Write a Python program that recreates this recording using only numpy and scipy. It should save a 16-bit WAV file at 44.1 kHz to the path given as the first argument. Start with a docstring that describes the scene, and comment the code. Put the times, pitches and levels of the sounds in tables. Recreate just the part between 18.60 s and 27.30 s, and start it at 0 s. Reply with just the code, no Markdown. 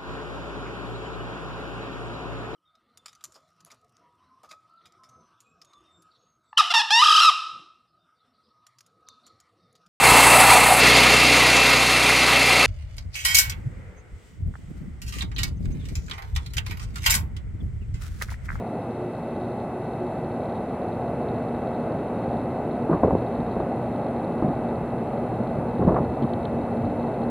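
"""Fan rumble swells, its bass still growing, over a hum that throbs early and then strengthens; knocks echo.
A distant elevated train passes at night: flutter-banded noise makes the fans, wavering sines the hum and whine,
sparse impulses through high resonances the faint sizzle. Loose running gear knocks in clusters, rattle plus thud
through steel-coloured pulses, with a noise tail for the echo; a few small dry ticks sound close by."""
import sys
import numpy as np
from scipy import signal
from scipy.fft import rfft, irfft, next_fast_len
from scipy.io import wavfile
from scipy.ndimage import uniform_filter1d

SR = 44100
rng = np.random.default_rng(int(sys.argv[2]) if len(sys.argv) > 2 else 0)


def master(y):
    """Save y as 16-bit WAV."""
    cut = np.clip(np.atleast_2d(y).T, -1, 1)
    pcm = np.round(cut * 32767)  # scale
    wavfile.write(sys.argv[1], SR, pcm.astype(np.int16))


N = 383669
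TIME = np.arange(N) / SR
OPPOSED = np.array([[1], [-1]])  # left, right


def undb(db):
    """Decibels to amplitude gain."""
    return 10 ** (np.asarray(db) / 20)


def level(x, db):
    """Scale to an rms level."""
    return x * undb(db) / np.sqrt(np.mean(x ** 2))


def ramp(start_s, length_s):
    """Rise evenly from 0 to 1 and stay there."""
    return np.clip((TIME - start_s) / length_s, 0, 1)


def add(track, start_s, sound):
    """Mix a sound into a track in place."""
    start = int(start_s * SR)
    track[start:start + len(sound)] += sound[:N - start]


def shape_db(points, hz):
    """Interpolate a spectrum on a log-frequency axis."""
    at_hz, db = np.transpose(points)
    return np.interp(np.log(hz + 1), np.log(at_hz), db)


def noise(points):
    """Gaussian noise of unit rms, shaped to a spectrum."""
    size = next_fast_len(N, True)
    hz = np.fft.rfftfreq(size, 1 / SR)
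    spectrum = rfft(rng.standard_normal(size)) * undb(shape_db(points, hz))
    return level(irfft(spectrum)[:N], 0)


def walk(rate_hz):
    """Random steps held 1 / rate_hz s, smoothed twice, unit rms."""
    hold = max(int(SR / rate_hz), 2)
    steps = np.repeat(rng.standard_normal(N // hold + 1), hold)
    slewed = uniform_filter1d(uniform_filter1d(steps, hold), hold)
    return level(slewed[:N], 0)


def resonate(x, hz, width_hz):
    """Two-pole resonance, gain 1 at the centre."""
    b, a = signal.iirpeak(hz, hz / width_hz, fs=SR)
    return signal.lfilter(b, a, x)


def tone(hz, wander_hz, flutter_db, rate_hz):
    """Sine of unit rms whose pitch and level waver on the way through the air."""
    phase = 2 * np.pi * np.cumsum(hz + wander_hz * walk(rate_hz)) / SR
    return level(np.sin(phase) * undb(flutter_db * walk(rate_hz)), 0)


def blow(points, tilt_db_per_octave, size=4096):
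    """Minimum-phase pulse of peak 1: a spectrum, tilted between 100 and 2000 Hz."""
    hz = np.fft.rfftfreq(size, 1 / SR)
    target_db = shape_db(points, hz) + tilt_db_per_octave * np.log2(np.clip(hz, 100, 2000))
    # folding the cepstrum makes the pulse causal
    cepstrum = irfft(np.log(undb(target_db)))
    cepstrum[1:size // 2] *= 2
    cepstrum[size // 2 + 1:] = 0
    pulse = irfft(np.exp(rfft(cepstrum)))
    return pulse / np.abs(pulse).max()


def rattle(rise_s):
    """Burst of tiny contacts, unit energy: noise that peaks at rise_s and dies away."""
    t = TIME[:SR // 4]
    burst = rng.standard_normal(len(t)) * np.sqrt(t) * np.exp(-t / (2 * rise_s))
    return burst / np.linalg.norm(burst)


def fans():
    """Turbulent duct air: bands up to 1600 Hz flutter separately, the lowest grows most, all swell once."""
    # fan rumble: f/Hz, relative density/dB per Hz
    rumble_spectrum = [(20, -25.5), (36, -18.5), (60, -10), (130, -1), (260, -1.5), (340, -3), (720, -3),
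                       (850, -6.5), (970, -14), (1500, -23.5), (1700, -29), (2200, -32), (3000, -42.5),
                       (5200, -74.5)]
    low_db, high_db = -30.5, -27.5
    bass_offset_db, bass_db_per_s = -1, 0.43  # relative, before the overall level is set

    rest = noise(rumble_spectrum)
    air = 0
    for k, edge_hz in enumerate(100 * 2 ** np.arange(5)):
        lowpass = signal.butter(2, edge_hz, fs=SR, output="sos")
        band = signal.sosfiltfilt(lowpass, rest)
        build_db = (bass_offset_db + bass_db_per_s * TIME) * 0.5 ** k  # halves with each higher band
        air = air + band * undb(0.66 * walk(11) + build_db)
        rest = rest - band
    airflow_db = low_db + (high_db - low_db) * ramp(start_s=0.99, length_s=1.7)
    return level(air + rest, 0) * undb(airflow_db)


def hum():
    """Transformer cores buzz at harmonics of twice the mains rate; fan motors add lines of drifting level."""
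    # fan motor lines: f/Hz, drift from level/dB, drift to level/dB, wander/Hz
    motor_lines = [(117.8, -57, -46, .8), (225.7, -47.5, -41.5, 0.33), (231.5, -45.5, -44, 1.5),
                   (236.2, -58, -35.5, 0.16), (299.4, -57, -51, .4), (720, -51, -53, 2.5)]
    # early throbs of the third harmonic: crest t/s, level/dB, half length to 1/e/s
    throb_crests = [(0.436, -34.5, 0.072), (0.845, -36, 0.089), (1.16, -34.5, .065), (1.44, -32.5, 0.049),
                    (1.694, -37.5, 0.12)]
    hum_hz = 120
    first_db, second_low_db, second_high_db, third_db = -45, -43, -36.5, -50

    second_db = second_low_db + (second_high_db - second_low_db) * ramp(start_s=1.9, length_s=0.85)
    throbs = 0
    for crest_s, db, half_s in throb_crests:
        throbs = throbs + undb(db) * np.exp(-((TIME - crest_s) / half_s) ** 2)
    gains = [undb(first_db), undb(second_db), np.hypot(undb(third_db), throbs)]

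    out = np.zeros(N)
    for k, gain in enumerate(gains, 1):
        out += gain * tone(k * hum_hz, wander_hz=0.058, flutter_db=0.1, rate_hz=3.3)
    for hz, from_db, to_db, wander_hz in motor_lines:
        gain = undb(np.linspace(from_db, to_db, N))
        out += gain * tone(hz, wander_hz, flutter_db=1.5, rate_hz=4)
    return out


def whine():
    """Thin converter tones, a touch to the left; those above 1800 Hz differ between the channels."""
    # converter tones: f/Hz, level/dB
    converter_lines = [(1314, -62), (1499, -62.5), (1580, -71), (1862, -73.5), (1948, -69), (1971, -64.5),
                       (1999.7, -64), (2038, -75), (2080, -72.5), (2128, -72.5), (2157, -72.5),
                       (2278, -73.5), (2500, -76), (2519, -74), (2587, -76.5), (2627.4, -63.5), (2738, -75),
                       (2999.5, -85.5), (3273, -80.5), (3499.5, -81.5)]
    mid, side = np.zeros(N), np.zeros(N)
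    for hz, db in converter_lines:
        mid += undb(db) * tone(hz, wander_hz=1.5, flutter_db=1.0, rate_hz=10)
        if hz > 1800:
            side += undb(db) * np.sin(2 * np.pi * (hz * TIME + rng.random()))
    return mid + (undb(-10.5) * side + undb(-20.5) * mid) * OPPOSED


def sizzle_ring(drive):
    """The few high resonances that every discharge excites."""
    # resonances: f/Hz, nominal width/Hz (scaled by 0.58 below), relative gain/dB
    resonances = [(3100, 650, -9), (3790, 170, 1), (4143, 180, 0.5), (4540, 500, -10)]
    rings = 0
    for k, (hz, width_hz, db) in enumerate(resonances):
        sign = (-1) ** k  # opposite neighbours fill the valleys between them
        rings = rings + sign * undb(db) * resonate(drive, hz, 0.58 * width_hz)
    bandpass = signal.butter(4, (2900, 4650), "band", fs=SR, output="sos")
    return signal.sosfilt(bandpass, rings)


def sizzle():
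    """Flurries of tiny discharges, likeliest at the mains crest, over a fizz; a few stronger ones snap."""
    # strongest discharges: t/s, peak/dB
    strong_snaps = [(.5498, -48), (1.0003, -48), (1.334, -48), (1.7611, -50), (2.3283, -49), (3.0192, -50),
                    (3.0711, -47), (3.77, -47), (4.664, -49), (4.8645, -51), (5.4651, -49), (6.8724, -48)]
    mains = np.cos(2 * np.pi * 60 * TIME)
    sparks_per_s = 48 * undb(3 * walk(9)) * (1 + 0.3 * mains)
    spark_gain = undb(3.4 * np.clip(rng.standard_normal(N), -2, 1.2))
    sparks = (rng.random(N) < sparks_per_s / SR) * spark_gain
    fizz = rng.standard_normal(N) * undb(1.3 * mains + 0.6 * walk(40))
    drive = level(sparks, -1.8) + level(fizz, 0)
    out = level(sizzle_ring(drive), -65.5)

    snap = sizzle_ring(signal.unit_impulse(SR // 20))
    snap /= np.abs(snap).max()
    for start_s, db in strong_snaps:
        add(out, start_s, undb(db) * snap)
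    return out


def ticks():
    """A small hard part clicks dryly: each contact has a brief chatter and its own treble limit."""
    # ticks: t/s, peak/dB, top of the band f/Hz
    tick_events = [(7.6243, -41, 4300), (7.634, -46, 4700), (7.735, -35.5, 4400), (7.853, -35, 4150)]
    # their one broad resonance: f/Hz, relative density/dB per Hz
    tick_spectrum = [(1500, -49.5), (2700, -21), (3100, -3.5), (3800, -3), (4150, -4.5), (4600, -12),
                     (5400, -44), (9000, -74.5)]
    out = np.zeros(N)
    for start_s, db, top_hz in tick_events:
        contact = undb(-0.5) * rattle(rise_s=0.00081)
        contact[0] += 1
        click = signal.fftconvolve(contact, blow(tick_spectrum, 0))
        lowpass = signal.butter(8, top_hz, fs=SR, output="sos")
        click = signal.sosfilt(lowpass, click)
        add(out, start_s, undb(db) * click / np.abs(click).max())
    return out


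def strike(tilt_db, rise_s, rattle_db, ring_hz):
    """One contact: loose steel rattles, a dull thud lands at the crest, and the struck spot rings."""
    # what a knock rings with: f/Hz, relative density/dB per Hz
    steel_spectrum = [(20, -22), (60, -0.5), (170, 1.5), (330, 3), (700, -5.5), (1100, -14), (1450, -26.5),
                      (1900, -37.5), (2400, -53.5), (6000, -86.5)]
    rattle_tilt_db = 2.1  # dB per octave brighter than the thud
    ring_db, ring_q = 3.5, 4.5

    thud = blow(steel_spectrum, tilt_db)
    out = signal.fftconvolve(rattle(rise_s), blow(steel_spectrum, tilt_db + rattle_tilt_db))
    out *= undb(rattle_db) * np.linalg.norm(thud) / np.linalg.norm(out)
    add(out, rise_s, thud)
    return out + undb(ring_db) * resonate(out, ring_hz, ring_hz / ring_q)


def diffuse_echo(x, top_hz, t60_s):
    """Dull diffuse echo: low-passed sound through a decaying noise tail of unit energy."""
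    t = TIME[:SR]
    tail = rng.standard_normal(SR) * undb(-60 * t / t60_s) * (1 - np.exp(-t / 0.02))
    lowpass = signal.butter(2, top_hz, fs=SR, output="sos")
    dull = signal.sosfilt(lowpass, x)
    return signal.fftconvolve(dull, tail / np.linalg.norm(tail))[:N]


def knocks():
    """Loose gear strikes in uneven clusters and rings its body; a low echo tail follows."""
    # knocks: thud t/s, thud peak before ringing/dB, tilt/dB per octave, rattle rise/s,
    # rattle energy against the thud/dB, ring of the struck spot f/Hz
    knock_events = [(4.2967, -17.5, -1, 0.0051, 5, 330), (4.315, -18.5, .5, 0.0072, 10.5, 165),
                    (4.33, -20.5, 3, 0.0048, 8, 1080), (4.335, -20.5, -3.5, 0.0058, 7.5, 190),
                    (4.3455, -17, -1, 0.0028, -6, 400), (4.4341, -7, 1, 0.0016, -9, 660),
                    (4.438, -9.5, 2, 0.0031, 1, 290), (4.447, -13.5, -2, 0.0023, 3, 450),
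                    (4.4583, -12.5, -4, 0.0019, -7, 260), (4.4745, -15.5, -0.5, 0.0037, 1, 603),
                    (4.482, -12.5, -1, 0.0026, -2.5, 480), (4.508, -15, 0, 0.003, 0.5, 780),
                    (4.529, -22.5, -2.5, .012, 10.5, 179), (4.5516, -12, -1, 0.0022, -7, 420),
                    (4.789, -20.5, -3, .005, 1.5, 160), (4.881, -18.5, 2.5, 0.0047, 1.5, 210),
                    (4.967, -19.5, -3, 0.0026, 0.5, 197), (5.003, -18, 1, 0.0014, -7, 332),
                    (5.824, -12.5, -1.5, .0025, -2.5, 330), (5.828, -15.5, -.5, .002, -3.5, 870),
                    (5.845, -17, -2.5, 0.0039, -0.5, 205), (5.865, -19, -2, 0.0037, 1, 560),
                    (5.882, -19.5, -4.5, 0.0039, 2, 240), (5.8987, -20.5, -4, 0.0032, 1, 300),
                    (6.802, -18, -5, .004, 0, 220), (6.852, -21, -1, 0.0022, -3, 200),
                    (6.957, -17, -1, 0.00298, 1, 720), (6.986, -18.5, -1.5, 0.0026, -5, 150),
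                    (7.195, -15.5, -2.5, .0041, 1, 200), (7.2142, -13, -3.5, 0.0039, 1.5, 290),
                    (7.225, -17.5, 3.5, 0.0039, 4.5, 420), (7.249, -13.5, -3.5, 0.0049, 1.5, 250),
                    (7.2726, -10, -3.5, 0.0024, -6, 140), (7.278, -5.5, -1.5, 0.0024, -6.5, 166),
                    (7.285, -13.5, 3.5, 0.0052, 4.5, 420), (7.294, -12.5, -.5, 0.0051, 3, 65),
                    (7.307, -15, -1, 0.0055, 0.5, 398), (7.322, -13, 0.5, 0.0035, -3, 290),
                    (7.33, -24, -1.5, .025, 11.5, 560), (7.3445, -13, 3.5, 0.0024, -4, 260),
                    (7.359, -18, 4.5, 0.0037, 1, 874), (7.3668, -14.5, 7, 0.00403, 3.5, 616),
                    (7.387, -16.5, 1, .004, 1.5, 790), (7.402, -15.5, -2.5, 0.004, -4, 80),
                    (7.448, -22.5, -3.5, .012, 7, 238), (7.6238, -16, -2, 0.0085, 3.5, 130),
                    (7.641, -16, -2, 0.0039, 0.5, 200), (7.73, -20.5, -5.5, 0.0029, -9, 260),
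                    (7.939, -18, -3.5, .003, -7, 160), (8.24, -18, -3, 0.0074, 3.5, 110)]
    # body modes: f/Hz, width/Hz, gain/dB
    body_modes = [(166, 100, -6), (615, 270, -13.5)]
    gear = np.zeros(N)
    for thud_s, db, tilt_db, rise_s, rattle_db, ring_hz in knock_events:
        add(gear, thud_s - rise_s, undb(db) * strike(tilt_db, rise_s, rattle_db, ring_hz))
    gear = gear + sum(undb(db) * resonate(gear, hz, width_hz) for hz, width_hz, db in body_modes)
    echo = undb(-10.5) * diffuse_echo(gear, top_hz=840, t60_s=0.92)
    boom = undb(-3) * diffuse_echo(gear, top_hz=80, t60_s=0.51)
    return gear + echo + boom


def scene():
    """The train is distant: all but the whine is identical left and right."""
    return fans() + hum() + whine() + sizzle() + ticks() + knocks()


def record(dry):
    """The recorder adds faint hiss and cuts the top."""
    # hiss alike in both channels: f/Hz, relative density/dB per Hz
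    hiss_mid_spectrum = [(1000, -2), (5000, 2.5), (7500, 0.5), (9500, -4.5), (14500, -4), (15700, -19.5)]
    # hiss opposed between the channels: f/Hz, relative density/dB per Hz
    hiss_side_spectrum = [(500, -27.5), (2200, 7), (4400, -0.5), (5000, 0), (6800, -2), (8300, 8),
                          (9400, 11.5), (10300, 5), (11500, -4), (14500, -16), (15700, -21.5)]
    hiss = undb(-72.5) * noise(hiss_mid_spectrum) + undb(-60.5) * noise(hiss_side_spectrum) * OPPOSED
    top_cut = signal.ellip(8, 0.2, 70, 15700, fs=SR, output="sos")  # ripple dB, stop dB, edge Hz
    return signal.sosfilt(top_cut, dry + hiss)


dry = scene()
out = record(dry)
master(out)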